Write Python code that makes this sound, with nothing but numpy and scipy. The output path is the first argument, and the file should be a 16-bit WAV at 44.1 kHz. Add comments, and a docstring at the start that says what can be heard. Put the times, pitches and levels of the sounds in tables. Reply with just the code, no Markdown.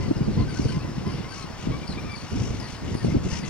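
"""Terns whistle and rasp in a cliff colony, off to the left, with gulls yelping farther away.
Each call is an oscillation of the syrinx: amplitude and frequency modulation trill the falling whistles,
throat resonances filter a rattling pulse train into rasps, and three harmonics form each yelp.
The rocks scatter a short reverberation. Below, surf washes steadily as broadband noise,
while turbulent eddies in the wind rumble and thump on the microphone."""
import sys
import numpy as np
from scipy import signal
from scipy.fft import rfft, irfft
from scipy.io import wavfile
from scipy.ndimage import map_coordinates

SR = 44100
rng = np.random.default_rng(int(sys.argv[2]) if len(sys.argv) > 2 else 0)


def to_wav(s):
    """Save 16-bit WAV."""
    ch = np.atleast_2d(s).T  # columns
    pcm = np.round(np.clip(ch, -1, 1) * 32767)  # PCM
    wavfile.write(sys.argv[1], SR, pcm.astype(np.int16))


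N = 153909
PORT_LAG_S, EDDY_LAG_S = 5.2e-5, 0.00094  # left port to right port: sound, drifting eddies


def undb(db):
    """Decibels to amplitude ratio."""
    return 10 ** (np.asarray(db) / 20)


def unit(x):
    """Normalisation to rms 1."""
    return x / np.sqrt(np.mean(x ** 2) + 1e-18)


def wander(rate_hz, size):
    """Interpolated noise: a smooth random curve with a spread near 1."""
    knots = np.random.default_rng(rng.integers(1 << 30)).standard_normal(int(size * rate_hz / SR) + 4)
    return map_coordinates(knots, [1 + np.arange(size) * rate_hz / SR], order=2, mode="mirror")


def bin_hz():
    """Frequencies of the spectrum bins, at least 1 Hz."""
    return np.maximum(np.arange(N // 2 + 1) * SR / N, 1)


def spectral_gain(points):
    """Spectral envelope: gain per bin from (frequency_hz, level_db) points."""
    hz, db = np.array(points).T
    return undb(np.interp(np.log(bin_hz()), np.log(hz), db))


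def resonate(x, hz, width_hz):
    """Resonance with steep skirts: two band-passes in cascade."""
    b, a = signal.iirpeak(min(hz, SR / 3), hz / width_hz, fs=SR)
    return signal.lfilter(b, a, signal.lfilter(b, a, x))


def add(out, start_s, x):
    """Superposition: mix a sound in at its time."""
    i = max(int(start_s * SR), 0)
    n = max(min(x.shape[-1], N - i), 0)
    out[..., i:i + n] += x[..., :n]


def note(length_s, attack_s=0.0051, release_s=0.015):
    """Time, progress 0-1 and attack-hold-release envelope of one call."""
    t = np.arange(int(max(length_s, .01) * SR)) / SR
    ramp = np.clip(np.minimum(t / attack_s, (t[-1] - t) / release_s), 0, 1)
    return t, t / t[-1], np.sin(np.pi / 2 * ramp) ** 2


def phase_of(hz):
    """Phase in radians, the integral of frequency."""
    return 2 * np.pi * np.cumsum(hz) / SR


def from_left(x, lag_s):
    """Travel delay: what comes from the left reaches the right port later."""
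    return np.array([x, irfft(rfft(x) * np.exp(-2j * np.pi * bin_hz() * lag_s), N)])


# Spectral density of the surf: frequency_hz, relative_db
SURF_SPECTRUM = [(40, -30), (200, -3), (1000, 1.5), (1600, -4), (2600, -8.5), (3700, -12), (5500, -9.5),
                 (7200, -17.5), (9000, -19.5), (11000, -30), (16000, -32.5)]
# Level difference of the surf between the ears: frequency_hz, left_minus_right_db
SURF_BALANCE = [(300, -7), (700, 2.5), (1300, 2.5), (2400, 6.5), (5000, 4), (12000, -0.5)]


def surf(level_db=-42.5, coherence=0.74):
    """Partial coherence: distant waves make an even wash of noise, mostly common to both ears."""
    common = from_left(rng.standard_normal(N), PORT_LAG_S)
    noise = np.sqrt(coherence) * common + np.sqrt(1 - coherence) * rng.standard_normal((2, N))
    balance = spectral_gain(SURF_BALANCE)
    spectrum = rfft(noise) * spectral_gain(SURF_SPECTRUM) * np.sqrt([balance, 1 / balance])
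    return undb(level_db) * unit(irfft(spectrum, N))


# Spectral density of the wind's rumble: frequency_hz, relative_db
WIND_SPECTRUM = [(15, -43), (30, -10.5), (60, -4), (130, -0.5), (220, -5), (320, -10), (480, -17.5),
                 (800, -30), (2000, -86)]
# Gust strength: time_s, relative_db
GUST_LEVELS = [(0, -26.5), (.15, -33.5), (.29, -27), (.42, -25), (.52, -34), (.76, -29), (.87, -33.5),
               (1.2, -31), (1.3, -41.5), (1.64, -41.5), (1.711, -27.5), (1.81, -41), (1.94, -33.5),
               (2.29, -42), (2.35, -31), (2.63, -35), (2.72, -42.5), (2.92, -30), (3.0, -38), (3.08, -25),
               (3.28, -31.5), (3.49, -34.5)]


def wind(gain_db=4, flutter_db=3.5, eddies_per_s=67, coherent_below_hz=85):
    """Turbulent pressure: eddies rumble on each port, and the larger ones drift across both."""
    coherence = 1 / (1 + (bin_hz() / coherent_below_hz) ** 2)
    common = rfft(from_left(rng.standard_normal(N), EDDY_LAG_S)) * np.sqrt(coherence)
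    local = rfft(rng.standard_normal((2, N))) * np.sqrt(1 - coherence)
    rumble = irfft((common + local) * spectral_gain(WIND_SPECTRUM), N)
    flutter = undb(flutter_db * wander(eddies_per_s, N))
    strength_db = np.interp(np.arange(N) / SR, *np.array(GUST_LEVELS).T)
    return unit(rumble * flutter) * undb(strength_db + gain_db)


# Strong eddies striking the microphone: peak_time_s, relative_db, swing_hz, time_constant_s
EDDY_THUMPS = [(.1135, -5.5, 323, 0.0027), (0.215, -8, 190.5, 0.0044), (0.377, -15, 153, 0.0019),
               (0.424, -11, 197, 0.0016), (0.598, -7.5, 258.5, 0.0018), (.771, -15, 148.5, 0.0098),
               (.984, -14.5, 151, 0.0033), (1.675, -11, 173, 0.0017), (2.356, -18.5, 233, 0.0066),
               (2.9522, -8.5, 234, 0.00057), (3.047, -7, 358, 0.00094), (3.126, -13, 163, 0.0039),
               (3.152, -9, 287, 0.0042), (3.167, -7, 166, 0.0017)]


def buffets(gain_db=-3, jitter=0.31):
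    """Pressure transients: each strong eddy thumps in one or a few uneven swings, left port first."""
    out, t = np.zeros(N), np.arange(SR // 10) / SR
    middle_s = t.mean()
    for peak_s, db, hz, time_constant_s in EDDY_THUMPS:
        phase = phase_of(hz * (1 + jitter * wander(2 * hz, len(t))))
        thump = np.cos(phase - phase[len(t) // 2]) / np.cosh((t - middle_s) / time_constant_s)
        add(out, peak_s - middle_s, undb(db + gain_db) * thump)
    return from_left(out, EDDY_LAG_S)


# High din of the distant colony: time_s, relative_db
DIN_LEVELS = [(0, -44), (.13, -63.5), (.6, -51.5), (.92, -57), (1.19, -59.5), (1.56, -60), (2.5, -55),
              (2.78, -56.5), (3.49, -57)]


def far_birds(count, yelp_db=-59.5, croak_db=-60.5, croak_hz=1850):
    """Incoherent summation: random whistles overlap into a din, among faint yelps and croaks."""
    din, chatter = np.zeros((2, N))
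    for when, length, pitch, glide in rng.random((count * 4, 4)):
        hz = 4500 + 1400 * pitch
        add(din, when * N / SR, tern_whistle(.04 * (1 + length), hz, hz * (.94 - .08 * glide), 0, -14))
    for when, length, pitch, glide, size in rng.random((count, 5)):
        hz, db = 800 + 650 * pitch, yelp_db + 6 * (size - .5)
        add(chatter, when * N / SR, gull_yelp(.04 * (1 + length), hz, hz * (.9 + .2 * glide), db, db))
    for when, length, pitch in rng.random((count, 3)):
        croak = tern_rasp(.04 * (1 + length), croak_db, croak_hz * (1 + pitch / 2), 0)
        add(chatter, when * N / SR, croak)
    din_db = np.interp(np.arange(N) / SR, *np.array(DIN_LEVELS).T)
    return unit(din) * undb(din_db) + chatter


# Gull yelps, levels relative: start_s, length_s, start_hz, end_hz, fundamental_db, octave_db
GULL_YELPS = [(0, 0.094, 1046, 972, -54, -55), (.375, 0.067, 994, 1040, -46, -57),
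              (.478, 0.038, 1540, 1535, -46, -68), (.557, 0.034, 1510, 1494, -45, -64),
              (.685, 0.031, 1536, 1534, -47.5, -54), (.705, 0.095, 1000, 1044, -51.5, -59),
              (.8, 0.056, 1270, 1355, -73, -53.5), (1.045, 0.067, 973, 1065, -48, -56),
              (1.238, 0.035, 1053, 1035, -54, -52.5), (1.31, 0.037, 1500, 1610, -48, -58),
              (1.36, 0.1, 1135, 1037, -54, -59), (1.715, 0.058, 1100, 1158, -49, -52),
              (1.828, 0.024, 1185, 1140, -56, -47), (1.972, 0.038, 1150, 1222, -51, -44.5),
              (2.088, 0.073, 1175, 1141, -54, -48), (2.615, 0.07, 960, 946, -56.5, -52.5),
              (2.83, .06, 915, 952, -61, -51), (2.923, 0.036, 961, 961, -54, -52),
              (2.995, 0.041, 947, 864, -54, -49), (3.105, 0.023, 1050, 1070, -61, -46),
              (3.31, 0.077, 886, 956, -49, -49.5), (3.433, 0.02, 1000, 1030, -63, -46)]


def gull_yelp(length_s, start_hz, end_hz, fundamental_db, octave_db,
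              arch=0.018, jitter=0.0058, third_db=-10.5, shimmer_db=1.5):
    """Harmonic series: three partials follow an arched glide, made hoarse by jitter and shimmer."""
    t, progress, envelope = note(length_s)
    glide_hz = start_hz + (end_hz - start_hz) * progress
    bend = 1 + arch * (np.sin(np.pi * progress) - .5) + jitter * wander(343, len(t))
    phase = phase_of(glide_hz * bend)
    levels_db = fundamental_db, octave_db, (fundamental_db + octave_db) / 2 + third_db
    harmonics = sum(undb(db) * np.sin(k * phase) for k, db in enumerate(levels_db, 1))
    shimmer = unit(undb(shimmer_db * wander(213, len(t))))
    return np.sqrt(2) * envelope * shimmer * harmonics


# Tern rasps, levels relative: start_s, length_s, level_db, throat_hz, low_resonance_db
TERN_RASPS = [(0, 0.058, -53.5, 4800, -1), (.52, 0.16, -50.5, 5540, -4), (.63, .16, -55.5, 5100, 2),
              (1.315, .13, -51, 5360, -4.5), (1.57, 0.11, -58, 6160, 3.5), (2.16, 0.27, -58.5, 5800, 1.5),
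              (2.355, 0.17, -49.5, 5500, -2), (2.48, 0.18, -56.5, 5540, 0), (2.67, 0.1, -55, 5470, 0.5),
              (2.84, 0.13, -57.5, 6140, 3.5), (3.02, 0.15, -56.5, 5700, 3), (3.23, 0.19, -50.5, 5860, 0),
              (3.297, 0.11, -45, 5060, -4), (3.447, 0.099, -49.5, 6100, -0.5)]


def tern_rasp(length_s, level_db, throat_hz, low_resonance_db,
              pitch_hz=712.3, jitter=0.047, cutoff_hz=9500,
              rattle_hz=54.03, rattle_depth=.45, rattle_spread=.25, shimmer_db=1.5):
    """Source and filter: irregular syrinx pulses and air excite two throat resonances, in bursts."""
    t, progress, envelope = note(length_s)
    phase = phase_of(pitch_hz * (1 + jitter * (wander(700, len(t)) + wander(rattle_hz, len(t)))))
    buzz = unit(sum(np.cos(k * phase) for k in range(1, 18)))
    air = wander(SR, len(t))
    source = signal.sosfilt(signal.butter(2, cutoff_hz, fs=SR, output="sos"), buzz + air)
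    throat = unit(resonate(source, throat_hz, width_hz=2150))
    low_throat = undb(low_resonance_db) * unit(resonate(source, hz=2660, width_hz=2050))
    rattle_phase = phase_of(rattle_hz * (1 + rattle_spread * wander(rattle_hz, len(t))))
    bursts = (1 - rattle_depth * np.cos(rattle_phase)) * undb(shimmer_db * wander(2 * rattle_hz, len(t)))
    swell = 1 + np.sin(np.pi * progress)
    return undb(level_db) * (throat + low_throat) * unit(bursts * envelope * swell)


# Tern whistles, levels relative: start_s, length_s, start_hz, end_hz, fundamental_db, octave_db
TERN_WHISTLES = [(.16, 0.12, 5200, 4630, -53.5, -72), (.315, 0.059, 4450, 4210, -54, -73),
                 (.375, 0.075, 4660, 4120, -48.5, -73), (.49, 0.095, 4740, 4130, -54, -59),
                 (.625, 0.12, 4720, 4280, -48.5, -58), (1.06, 0.15, 5210, 4470, -50.5, -63),
                 (1.285, 0.17, 4700, 4230, -49.5, -59.5), (1.78, 0.057, 5000, 4600, -59, -75),
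                 (1.875, 0.1, 5340, 4500, -47, -65), (1.872, 0.073, 4710, 4050, -44, -57),
                 (2.11, 0.13, 4790, 4310, -48, -61), (2.595, .11, 5240, 4140, -46, -61),
                 (2.68, 0.095, 5100, 4130, -52, -60), (2.94, 0.14, 5000, 4370, -50, -55.5),
                 (3.295, 0.045, 5220, 4330, -49, -59), (3.38, 0.093, 5300, 4250, -49.5, -60)]


def tern_whistle(length_s, start_hz, end_hz, fundamental_db, octave_db,
                 trill_hz=67.9, trill_spread=0.163, trill_depth=.7, trill_bend=0.017,
                 jitter=0.0086, shimmer_db=3, second_ratio=0.92, second_db=-11.5):
    """Amplitude and frequency modulation chop a hoarse falling cry into pulses that bend downwards."""
    t, progress, envelope = note(length_s)
    trill_phase = phase_of(trill_hz * (1 + trill_spread * wander(19.6, len(t))))
    fall = np.expm1(-progress) / np.expm1(-1)  # steepest at the start
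    hz = (start_hz + (end_hz - start_hz) * fall) * (1 + trill_bend * np.sin(trill_phase))
    pulses = unit(1 - trill_depth * np.cos(trill_phase)) * undb(shimmer_db * wander(trill_hz, len(t)))
    voices = 0
    # Biphonation: the other side of the syrinx adds a lower, weaker voice.
    for ratio, db in ((1, 0), (second_ratio, second_db)):
        phase = phase_of(hz * ratio * (1 + jitter * wander(840, len(t))))
        voices += undb(db + fundamental_db) * np.sin(phase) + undb(db + octave_db) * np.sin(2 * phase)
    return np.sqrt(2) * envelope * pulses * voices


def colony(left_minus_right_db=9, cliff_db=-8, cliff_t60_s=0.1):
    """Direct and reflected sound: the birds call from the left and the rocks scatter a short tail."""
    t = np.arange(N) / SR
    tail = rng.standard_normal((2, N)) * undb(-60 * t / cliff_t60_s)
    direct = np.zeros(N)
    for table, call, gain_db in ((TERN_WHISTLES, tern_whistle, -3.5), (TERN_RASPS, tern_rasp, 2.5),
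                                 (GULL_YELPS, gull_yelp, 2.2)):
        for start_s, *row in table:
            add(direct, start_s, undb(gain_db) * call(*row))
    direct += far_birds(count=45)
    reflected = signal.fftconvolve(direct[None], unit(tail) / np.sqrt(N), axes=1)[:, :N]
    pan = undb(np.array([[.5], [-.5]]) * left_minus_right_db)
    return (from_left(direct, PORT_LAG_S) + undb(cliff_db) * reflected) * pan


def scene():
    """Linear superposition of surf, wind and birds."""
    return surf() + wind() + buffets() + colony()


def record(dry):
    """Band limiting: a steep low-pass removes the treble above 15.8 kHz."""
    return signal.sosfilt(signal.ellip(10, .1, 80, 15800, fs=SR, output="sos"), dry)


dry = scene()
out = record(dry)
to_wav(out)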